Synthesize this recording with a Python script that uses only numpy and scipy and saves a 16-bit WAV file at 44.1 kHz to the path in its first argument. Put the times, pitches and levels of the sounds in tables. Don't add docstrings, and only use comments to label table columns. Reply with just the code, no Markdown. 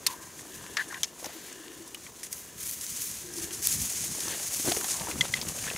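import sys
import numpy as np
from scipy import signal
from scipy.fft import rfft, irfft, next_fast_len
from scipy.io import wavfile
from scipy.ndimage import map_coordinates

SR = 44100
rng = np.random.default_rng(int(sys.argv[2]) if len(sys.argv) > 2 else 0)


def decibels_to_gain(level_db):
    exponent = np.asarray(level_db, float) / 20
    return 10 ** exponent


def put_to_file(sound):
    columns = np.atleast_2d(sound).T
    safe = np.clip(columns, -1, 1)
    whole_steps = np.round(safe * 32767)
    wavfile.write(sys.argv[1], SR, whole_steps.astype(np.int16))


N = 254495


def unit(x):
    return x / np.sqrt(np.mean(x ** 2) + 1e-20)


def along(points, hz):
    f, db = np.transpose(points)
    return decibels_to_gain(np.interp(np.log(hz + 1), np.log(f + 1), db, left=-120, right=-120))


def modes(rows, f):
    total = 0
    for k, (centre, width, db) in enumerate(rows):
        damping = 1j * f * width
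        total = total + (-1) ** k * decibels_to_gain(db) * damping / (centre * centre - f * f + damping)
    return total


def filtered(x, response):
    m = next_fast_len(N + 8192)
    return irfft(rfft(x, m) * response(np.fft.rfftfreq(m, 1 / SR)), m)[..., :N]


def shaped(x, points):
    return unit(filtered(x, lambda f: along(points, f)))


def band(x, low_hz, high_hz):
    return signal.lfilter(*signal.butter(2, [low_hz, high_hz], "bandpass", fs=SR), x)


def woody(x, hz, sharpness):
    return signal.lfilter(*signal.iirpeak(hz, sharpness, fs=SR), x)


def curves(rows):
    s, *cols = np.transpose(rows)
    return [np.interp(np.arange(N) / SR, s, c, left=-120, right=-120) for c in cols]


def wobble(rate):
    knots = rng.standard_normal(int(N * rate / SR) + 4)
    return map_coordinates(knots, [np.arange(N) * rate / SR])


def swells(rows, rise_db_s, fall_db_s, rest_db=-120):
    t = np.arange(0, N / SR + .002, .001)[:, None]
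    s, db, hold = np.transpose(rows)
    rise = rise_db_s * np.maximum(s - t, 0)
    fall = fall_db_s * np.maximum(t - s - hold, 0)
    power = np.interp(np.arange(N) / SR, t[:, 0], decibels_to_gain(2 * (db - rise - fall)).sum(axis=1))
    return 10 * np.log10(power + decibels_to_gain(2 * np.asarray(rest_db)))


def crackle(rate, spread_db, t60, share):
    size = decibels_to_gain(spread_db * np.minimum(rng.exponential(size=N), 2.8)) * (rng.random(N) < rate / SR)
    puffs = signal.lfilter([1], [1, -decibels_to_gain(-60 / (t60 * SR))], size)
    hiss = np.sqrt(abs(1 - share ** 2)) * rng.standard_normal(N)
    return share * unit(puffs * rng.standard_normal(N)) + hiss


def rub(rows, rate, share):
    slips = crackle(rate, 2.5, .01, share)
    return unit(filtered(slips, lambda f: modes(rows, f) ** 2))


def placed(x, pan_db, loose_db):
    apart = decibels_to_gain(loose_db) * signal.lfilter([.5, .5], [1], np.roll(x, 700))
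    return np.array([(x + apart) * decibels_to_gain(pan_db / 2), (x - apart) * decibels_to_gain(-pan_db / 2)])


def empty():
    return np.zeros((2, N + SR))


def seconds(length):
    return np.arange(int(length * SR)) / SR


def add(out, s, sound, pan_db):
    out[:, round(s * SR):][:, :len(sound)] += sound * decibels_to_gain(np.array([[pan_db / 2], [-pan_db / 2]]))


# frequency in Hz, level in dB per Hz.
WOOD_AIR = [(15, -41), (25, -3), (60, -1), (157, -3), (212, 5.5), (416, 3.5), (775, -7.5), (1020, -37),
            (1230, -5.5), (1650, -9), (4250, -15.5), (6380, -4), (10100, -16.5), (16000, -13)]


def air():
    level_db = -49.5 - 4.5
    return placed(decibels_to_gain(level_db) * shaped(rng.standard_normal(N), WOOD_AIR), 0.27, -16.5)


# centre in Hz, width in Hz, level in dB.
PALM_MODES = [(319, 123, 3.5), (500, 190, -4)]
# start in seconds, level in dB, hold in seconds.
PALM_SLIDES = [(0, -55.5, 0.21), (.4, -54, 0.21), (.7, -48.5, 0.022), (.87, -49, 0.022), (1.36, -59, .03),
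               (1.45, -52, 0.12), (1.65, -48.5, 0.11), (1.88, -54, 0.068), (3.26, -53, .08),
               (3.36, -48, 0.18), (3.6, -54.5, 0.17), (3.94, -52.5, 0.24), (4.17, -49, 0.18),
               (4.675, -34, 0.011), (4.77, -44, 0.044), (5.09, -44.5, 0.075), (5.4, -51, 0.091),
               (5.7, -45, 0.0097)]


def palm():
    level_db = swells(PALM_SLIDES, 330, 220, rest_db=-63) - 2.7
    return placed(decibels_to_gain(level_db) * rub(PALM_MODES, 320, 0.47), 5.7, -35)


# frequency in Hz, level in dB per Hz.
ARM_RUMBLE = [(15, -44), (25, -20), (48, -11), (75, 0), (113, -1.5), (156, 0), (260, -6.5), (340, -36),
              (570, -120)]
# centre in Hz, width in Hz, level in dB.
SCUFF_MODES = [(536, 990, 0)]
# time in seconds, sway level in dB, grip level in dB.
HAND_LEVELS = [(0, -64, -57.5), (.6, -56.5, -61.5), (.95, -58, -56.5), (1.1, -62, -62), (1.32, -65, -58.5),
               (2.5, -59.5, -66), (2.97, -55.5, -65), (3.57, -54, -56.5), (4.05, -61, -57),
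               (4.32, -52, -49.5), (4.6, -56.5, -56), (4.9, -50, -50), (5.3, -49, -51.5),
               (5.77, -47, -49.5)]
# start in seconds, level in dB, hold in seconds.
ARM_JERKS = [(.58, -57, .02), (.9, -59, 0.014), (1.25, -60, 0.011), (2.63, -49, .04), (3.7, -47, 0.079),
             (3.82, -42.5, 0.055), (4.02, -49, 0.14), (4.66, -47, .05), (4.96, -49, .01),
             (5.16, -42, 0.044), (5.32, -45, 0.01), (5.49, -43.5, 0.011), (5.75, -50, .02)]
# start in seconds, level in dB, hold in seconds.
FINGER_SCUFFS = [
    (1.25, -47, 0.016),
    (4.65, -56, 0.11),
    (5.01, -44, 0.0082),
    (5.1, -43.5, 0.011),
    (5.24, -44.5, 0.0086),
]


def arm_and_grip():
    sway_db, grip_db = curves(HAND_LEVELS)
    jerk_db = swells(ARM_JERKS, 170, 260, sway_db) + 0.06
    scuff_db = swells(FINGER_SCUFFS, 310, 390, grip_db) + 2.0
    shake = shaped(rng.standard_normal(N) * decibels_to_gain(3.8 * wobble(30)), ARM_RUMBLE)
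    out = placed(decibels_to_gain(jerk_db) * shake, 2.6, -28)
    return out + placed(decibels_to_gain(scuff_db) * rub(SCUFF_MODES, 300, 0.87), 2.7, -40)


# centre in Hz, width in Hz, level in dB.
STRAP_MODES = [(992, 207, 5), (1280, 450, -7)]
# start in seconds, level in dB, hold in seconds.
STRAP_TUGS = [(.085, -38, 0.061), (.2, -46, 0.036), (.55, -53, 0.15), (.77, -42, 0.048), (.93, -44, 0.04),
              (1.86, -51.5, .02), (2.09, -46, 0.0092), (4.28, -40, 0.003), (4.75, -43, 0.11),
              (4.95, -38, .002), (5.01, -59, .01), (5.69, -42, 0.0046)]


def strap():
    level_db = swells(STRAP_TUGS, 720, 560, rest_db=-57) - 7.5
    return placed(decibels_to_gain(level_db) * rub(STRAP_MODES, 300, 0.17), 3.3, -40)


# centre in Hz, width in Hz, level in dB.
HINGE_MODES = [(1583, 143, 2.5), (1860, 185, 3.5), (2000, 270, 0), (3440, 1600, -11)]
# start in seconds, level in dB, hold in seconds.
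LOUD_CREAKS = [
    (.783, -33, 0.037),
    (.906, -43, 0.072),
    (5.68, -32.5, 0.0054),
]
# start in seconds, level in dB, hold in seconds.
FAINT_CREAKS = [
    (.085, -56.5, 0.16),
    (.5, -58, 0.29),
    (1.4, -59, 0.26),
    (4.25, -51.5, 0.086),
    (2.35, -65, 0.19),
    (3.31, -56, 0.24),
    (5.6, -56, .06),
]


def hinge():
    faint_db = swells(FAINT_CREAKS, 70, 70)
    creak_db = swells(LOUD_CREAKS, 2500, 1600, faint_db) - 2.0
    return placed(decibels_to_gain(creak_db) * rub(HINGE_MODES, 390, 0.41), 5.2, -40)


# start in seconds, level in dB, hold in seconds, crisp top in dB.
FAR_STIRS = [(.085, -45, 0.042, 0), (.227, -51, 0.021, -6), (.389, -45.5, .002, -12),
             (.479, -51.5, 0.087, -1), (.62, -68, .13, -10), (.79, -47, 0.033, -8), (.884, -50.5, 0.13, -8),
             (1.065, -50, .01, -9), (1.19, -46.5, 0.054, -7), (1.259, -50, .002, 8),
             (1.341, -55, 0.011, 10), (1.42, -64, 0.065, 13), (1.525, -57, .005, -15),
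             (1.86, -55, .015, -20), (2.008, -50.5, 0.072, -14), (2.17, -52, 0.029, -5),
             (2.245, -42.5, .005, -9), (2.32, -46.5, 0.076, 3.5), (2.41, -52, 0.085, -1)]
# start in seconds, level in dB, hold in seconds, crisp top in dB.
NEAR_STRIDES = [(2.6, -41.5, 0.029, -1), (2.66, -40.5, 0.081, 2.5), (2.815, -40.5, 0.26, -2),
                (2.97, -44, .04, -13), (3.015, -39.5, 0.031, 4), (3.09, -42.5, 0.11, -4),
                (3.36, -41, 0.026, -6), (3.421, -36.5, 0.016, -5), (3.543, -35.5, 0.0046, -8),
                (3.655, -28.5, 0.011, -3), (3.71, -29.5, 0.03, -4), (3.818, -34.5, 0.042, -2),
                (3.9, -36.5, 0.13, -8), (4.05, -39.5, 0.21, -11), (4.43, -40, 0.027, -9),
                (4.53, -36, 0.11, -3), (4.66, -31.5, 0.058, -9), (4.76, -37, 0.11, -3),
                (4.912, -29, .002, -14), (4.96, -39.5, 0.16, -8), (5.19, -40, 0.079, -13),
                (5.33, -41, 0.046, -16), (5.43, -49, 0.0046, 2), (5.49, -38.5, .002, -8),
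                (5.56, -41.5, 0.095, -14), (5.72, -52, .002, -13)]


def steps(bed_db, crisp):
    def rows(table):
        return [(s, db + crisp * top_db, hold) for s, db, hold, top_db in table]

    bed_crisp_db = -7
    far_db = swells(rows(FAR_STIRS), 620, 350, bed_db + crisp * bed_crisp_db)
    return swells(rows(NEAR_STRIDES), 310, 208, far_db)


# frequency in Hz, level in dB per Hz.
LEAF_BODY = [(2240, -22), (3800, -19.5), (5070, -6.5), (6510, 2.5), (7860, -2), (9000, -2), (10100, -3.5),
             (12500, -15), (16200, -23), (22000, -120)]
# frequency in Hz, level in dB per Hz.
LEAF_TOP = [(9500, -10), (11500, -5.5), (13000, -4), (15800, -8), (18000, -40)]
# frequency in Hz, level in dB per Hz.
STEM_COLOUR = [(900, -10.5), (2000, 2), (2600, -1.5), (3400, -0.5), (4500, -2), (5500, -19.5)]
# time in seconds, level in dB.
APPROACH_LEVEL = [(0, -52), (.46, -51.5), (.7, -49), (1.13, -55.5), (1.5, -51), (2.1, -54.5), (2.53, -55),
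                  (2.62, -49), (3.26, -45.5), (3.6, -54), (3.8, -38.5), (4.35, -37), (4.7, -37.5),
                  (5.1, -45), (5.77, -39.5)]
# start in seconds, level in dB, hold in seconds.
STEM_BRUSHES = [(.07, -45, 0.042), (.79, -41, 0.015), (1.25, -49, 0.06), (1.33, -52.5, 0.19),
                (3.4, -49, 0.02), (3.69, -53, 0.07), (4.3, -42.5, 0.048), (4.68, -39, 0.0084),
                (5.12, -46, 0.0044), (5.249, -39.5, 0.0063), (5.36, -42.5, 0.025), (5.66, -45.5, 0.028)]


def litter():
    bed_db, = curves(APPROACH_LEVEL)
    leaf_db, crisp_db = steps(bed_db, False), steps(bed_db, True)
    stem_rest_db = -56.5 + 0.71 * (leaf_db + 50.5)
    stem_db = swells(STEM_BRUSHES, 670, 330, stem_rest_db)
    breaks = crackle(rate=1300, spread_db=5.0, t60=0.00062, share=0.45) * decibels_to_gain(1.36 * wobble(90))
    leaf = decibels_to_gain(leaf_db + 0.05) * shaped(breaks, LEAF_BODY)
    crisp = decibels_to_gain(crisp_db - 6.5) * shaped(breaks, LEAF_TOP)
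    stems = decibels_to_gain(stem_db - 2.46) * shaped(breaks, STEM_COLOUR)
    return placed(leaf + crisp, 1.0, -29.0) + placed(stems, 0.4, -82)


def splinter_burst(t):
    fade = decibels_to_gain(-19.0 - 60 * t / 0.00011) + decibels_to_gain(-60 * t / 0.031) + decibels_to_gain(-25.0 - 60 * t / 0.045)
    return np.sign(rng.standard_normal(len(t))) * fade


# start in seconds, peak in dB, broad mode in Hz,
# low crack in dB, top crack in dB.
TWIG_SNAPS = [(0.0652, -4, 4750, -4, -11), (0.0691, -5.5, 3830, -7.5, -5), (0.7692, -7.5, 1690, -1, -27),
              (0.772, -18, 1750, 5.5, -31), (1.0324, -5.5, 3300, -10, -14),
              (1.0368, -13.5, 2220, -10.5, -15), (1.0427, -13, 4340, -13, -21),
              (1.2442, -17.5, 1900, -16, -20), (1.261, -20, 1860, -13, -22), (1.946, -22, 3070, -3, -14),
              (2.232, -19.5, 2000, -10.5, -10), (2.2365, -25, 3730, -32, -1),
              (2.327, -18.5, 2000, -12, -10), (3.671, -14, 4530, -15.5, 2), (4.282, -17, 5400, -20, -20),
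              (4.7167, -20.5, 4360, 0, -12), (4.846, -30, 1660, 7, -15), (5.4861, -16, 2800, -9, -7)]


def snaps():
    out, t = empty(), seconds(1 / 16)
    for s, db, hz, low_db, top_db in TWIG_SNAPS:
        dull = band(splinter_burst(t), 1300, 4600)
        hard = band(splinter_burst(t), 5200, 6860)
        bright = band(splinter_burst(t), 8200, 10800)
        thin = band(splinter_burst(t), 11500, 14000) * decibels_to_gain(-60 * t / 0.012)
        low = 0.7 * dull + 3.9 * woody(splinter_burst(t), hz, 7)
        middle = np.sqrt(max(1.05 - decibels_to_gain(2 * low_db) - decibels_to_gain(2 * top_db), .004))
        top = decibels_to_gain(top_db - 60 * t / 0.04) * (bright + 0.93 * thin)
        crack = decibels_to_gain(low_db) * low + 1.18 * middle * hard + 2.4 * top
        add(out, s, decibels_to_gain(db - 6.5) * crack, -0.14 * top_db)
    return out[:, :N]


# frequency in Hz, level in dB per Hz.
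SLEEVE_COLOUR = [(1500, -10), (2500, -3), (4000, -4), (7000, 3), (10000, -9), (12000, -30)]
# start in seconds, level in dB, hold in seconds.
SLEEVE_SWEEPS = [
    (.09, -60, 0.038),
    (1.3, -53.5, 0.22),
    (4.62, -62, 0.12),
]


def sleeve():
    sweep = shaped(rng.standard_normal(N), SLEEVE_COLOUR)
    return placed(decibels_to_gain(swells(SLEEVE_SWEEPS, 300, 150)) * sweep, 5.2, -30)


def blows(rows, sharp, tail_db, t60, pan_db):
    out, t = empty(), seconds(1 / 32)
    for s, db, hz in rows:
        fray = decibels_to_gain(tail_db - 60 * t / t60) * rng.standard_normal(len(t)) * np.sqrt(hz / SR)
        ring = woody((t == 0) + fray, hz, sharp)
        add(out, s, decibels_to_gain(db) * ring / np.abs(ring).max(), pan_db)
    return out[:, :N]


# start in seconds, peak in dB, centre in Hz.
FIBRE_POPS = [(0.304, -37, 2010), (0.612, -33, 1090), (0.642, -31.5, 970), (0.665, -26, 1890),
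              (1.0475, -22, 2500), (1.199, -34, 695), (1.2437, -24, 2500), (1.2592, -21, 4500),
              (1.2632, -35, 5000), (1.289, -35, 2790), (1.483, -35, 1200), (1.682, -27, 3000),
              (1.719, -31, 1850), (3.5085, -29, 2600), (3.72, -24, 2200), (4.281, -22.5, 1100),
              (4.351, -36, 700), (4.6531, -29, 2500), (4.6711, -26, 2500), (4.6765, -25, 4000),
              (4.69, -30, 2000), (4.713, -21, 2000), (4.7187, -14, 2200), (4.7215, -8, 3300),
              (4.766, -17, 2490), (4.812, -33, 3500), (4.845, -17.5, 3800), (4.887, -25, 900),
              (4.9015, -18, 4500), (4.943, -26, 1060), (5.088, -24, 1200), (5.238, -36, 700),
              (5.254, -23, 1200), (5.29, -42, 630), (5.3415, -12, 4200), (5.379, -32, 2200),
              (5.4135, -26, 3800), (5.424, -20, 4200), (5.432, -29, 4630), (5.487, -27.5, 1210),
              (5.497, -28, 1000), (5.521, -32, 500), (5.587, -44, 704), (5.633, -43, 600),
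              (5.656, -29, 2500), (5.6678, -21, 1790), (5.684, -27, 2500), (5.713, -23.5, 500),
              (5.7356, -24, 4000)]


def fibres():
    return blows(FIBRE_POPS, sharp=1.4, tail_db=-25, t60=0.014, pan_db=3)


# start in seconds, peak in dB, wood mode in Hz.
STICK_CLACKS = [(0.392, -39.5, 1720), (0.9256, -33, 1110), (0.9433, -34.5, 2600), (1.5264, -48, 1810),
                (2.065, -38.5, 1910), (3.508, -36, 2390), (4.5938, -39, 2620), (4.8115, -33, 1360),
                (4.997, -31.5, 3060), (5.0167, -33.5, 2050), (5.1122, -27.5, 2350), (5.179, -40, 2030),
                (5.3709, -29, 2300), (5.414, -27, 4270), (5.467, -35.5, 2200), (5.5877, -33, 2280),
                (5.64, -30.5, 1880), (5.6738, -33, 1820), (5.701, -30, 2570), (5.7147, -34, 1860),
                (5.7614, -30, 2200)]


def sticks():
    out, t = empty(), seconds(1 / 16)
    for s, db, hz in STICK_CLACKS:
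        contact = band(splinter_burst(t), 5200, 6860)
        add(out, s, decibels_to_gain(db + 10.5) * (woody(splinter_burst(t), hz, 2.66) + 0.25 * contact), 2.5)
    return out[:, :N]


# centre in Hz, width in Hz, level in dB.
BUCKLE_MODES = [(1750, 160, 3.5), (2804, 260, 2), (3500, 530, -0.5)]
# start in seconds, level in dB, hold in seconds.
BUCKLE_CHAFES = [(.5, -57.5, 0.23), (.7, -57.5, 0.38), (1.29, -58, 0.046), (1.52, -56, .22),
                 (1.8, -64, 0.16), (2.44, -63, .14), (3.42, -56, 0.099), (4.27, -48, 0.061), (4.7, -57, .1),
                 (5.05, -53.5, 0.056), (5.38, -57, 0.05), (5.62, -51, 0.07)]


def buckle():
    grains = crackle(rate=250, spread_db=0.0, t60=0.012, share=0.6)
    chafe = unit(filtered(grains, lambda f: modes(BUCKLE_MODES, f) ** 2))
    return placed(decibels_to_gain(swells(BUCKLE_CHAFES, 250, 140)) * chafe, 4.4, -40)


# start in seconds, peak in dB, pitch in Hz.
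SINGLE_SLIPS = [(0.786, -23, 1680), (0.794, -23, 1760), (.798, -21, 1760), (.81, -25, 1670),
                (0.813, -29, 1920), (.819, -33, 1710), (.91, -33, 1780), (0.924, -37, 1470),
                (0.9437, -31.5, 1930), (.957, -39, 1690), (.968, -38, 1700), (1.346, -44, 322),
                (1.589, -46.5, 326), (1.7, -47, 337), (1.801, -45.5, 332), (3.238, -46, 366),
                (3.282, -43.5, 353), (3.33, -49.5, 347), (3.365, -42, 334), (3.415, -43, 340),
                (3.495, -50, 323.4)]


def slips():
    out = empty()
    for s, db, hz in SINGLE_SLIPS:
        cycles = 17.5 if hz < 800 else 9.5
        u = seconds(1 / 6) * hz / cycles
        swell = 4 * u * np.exp(1 - 4 * u)
        add(out, s, decibels_to_gain(db) * swell * np.sin(2 * np.pi * (cycles * u + rng.random())), 5.2)
    return out[:, :N]


# start in seconds, peak in dB.
LEAF_TICKS = [(0.8865, -22), (1.528, -25), (1.877, -21.5), (2.3284, -10), (2.712, -18), (2.813, -17),
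              (2.963, -15), (3.0175, -11), (3.3375, -17), (3.365, -20), (3.384, -13), (3.532, -15),
              (3.654, -8), (3.661, -16), (3.7264, -17), (3.8171, -13.5), (4.2047, -10), (4.7701, -11),
              (4.889, -25), (5.3525, -28)]


def ticks():
    out, t = empty(), seconds(1 / 16)
    for s, db in LEAF_TICKS:
        fade = decibels_to_gain(db - 5.5 - 60 * t / 0.037) + decibels_to_gain(db - 60 * t / 0.00079)
        tick = np.sign(rng.standard_normal(len(t))) * fade
        add(out, s, 0.5 * band(tick, 5200, 6860) + 0.46 * band(tick, 8200, 10800), .3)
    return out[:, :N]


# start in seconds, peak in dB, centre in Hz.
BRITTLE_SPARKS = [(1.0328, -13, 6000), (1.5285, -27, 7000), (1.9462, -21.5, 12100), (2.3288, -12, 12000),
                  (2.601, -27, 10000), (2.676, -19, 9500), (2.712, -15, 11500), (2.866, -19, 6400),
                  (2.9498, -30, 8440), (2.812, -25, 5500), (2.964, -29, 5500), (2.974, -21, 7500),
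                  (3.006, -22, 9000), (3.0195, -24, 8800), (3.027, -25, 9000), (3.04, -21, 9500),
                  (3.094, -27, 8000), (3.115, -20, 7500), (3.275, -36, 6700), (3.3828, -26, 5500),
                  (3.4187, -27, 8300), (3.686, -19, 5500), (3.697, -19, 7000), (3.6716, -3, 11000),
                  (3.6725, -10, 6800), (3.7268, -9.5, 8000), (4.122, -29, 5500), (4.139, -31, 5200),
                  (4.194, -21, 5000), (4.206, -19, 4500), (4.2835, -19, 5600), (4.8984, -20, 8400)]


def brittle_leaves():
    return blows(BRITTLE_SPARKS, sharp=2.1, tail_db=-8, t60=0.004, pan_db=.3)


# start in seconds, peak in dB, pitch in Hz.
CASING_BUMPS = [(1.244, -29, 790), (1.268, -31, 348), (1.587, -40, 332), (2.591, -43, 182),
                (4.257, -27, 275), (4.282, -32, 275), (4.598, -25.5, 287), (4.648, -27, 314),
                (4.659, -23, 660), (4.665, -25, 360), (4.671, -25, 515), (4.692, -22, 453),
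                (4.677, -16, 310), (4.685, -13, 340), (4.697, -23, 297), (4.718, -13.5, 696),
                (4.77, -16.5, 422), (4.843, -24.5, 756), (5.01, -27.5, 940), (5.071, -22.5, 956),
                (5.157, -24, 306), (5.244, -31, 167), (5.299, -27, 130), (5.668, -25.5, 197),
                (5.749, -24.5, 164)]


def bumps():
    out, t = empty(), seconds(1 / 8)
    fade_db = -60 * t / 0.027
    for s, db, hz in CASING_BUMPS:
        overtone = .5 * np.sin(2 * np.pi * 1.67 * hz * t) * decibels_to_gain(fade_db)
        ring = (np.sin(2 * np.pi * hz * t) + overtone) * (1 - np.exp(-t / 0.00037))
        thud = 1.2 * woody(rng.standard_normal(len(t)), 900, 0.61) * decibels_to_gain(-60 * t / 0.022)
        add(out, s, decibels_to_gain(db - 5.0 + fade_db) * (ring + thud), 4)
    return out[:, :N]


# start in seconds, peak in dB.
PEBBLE_CLICKS = [
    (5.209, -5),
    (5.2119, -5),
    (5.3383, -11),
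]
# pitch in Hz, level in dB, 60 dB decay in seconds.
STONE_MODES = [(2044, 3, 0.025), (3300, 5.5, 0.013), (2900, 5.5, 0.0043), (4120, -8, 0.014),
               (6020, 1, 0.0074)]


def pebbles():
    out, t = empty(), seconds(1 / 16)
    for s, db in PEBBLE_CLICKS:
        ring = 0
        for hz, level, t60 in STONE_MODES:
            ring = ring + decibels_to_gain(level + rng.normal(0, 2.9) - 60 * t / t60) * np.sin(2 * np.pi * hz * t)
        grit = 0.92 * band(rng.standard_normal(len(t)), 1900, 7000) * decibels_to_gain(-60 * t / 0.022)
        add(out, s, decibels_to_gain(db - 9.5) * (1 - np.exp(-t / 0.00099)) * (ring + grit), 2.5)
    return out[:, :N]


def scene():
    camera = palm() + arm_and_grip() + strap() + hinge() + sleeve() + buckle() + slips() + bumps()
    animal = litter() + snaps() + fibres() + sticks() + ticks() + brittle_leaves() + pebbles()
    return air() + camera + animal


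# frequency in Hz, gain in dB.
MIC_BAND = [(10, -15), (50, 0), (15600, 0), (15900, -22), (16600, -30), (16800, -120)]


def microphone(dry):
    return filtered(dry, lambda f: along(MIC_BAND, f))


def low_pass(x):
    return signal.sosfilt(signal.butter(12, 16650, fs=SR, output="sos"), x)


def record(dry):
    mix = microphone(dry)
    return low_pass(mix)


dry = scene()
out = record(dry)
put_to_file(out)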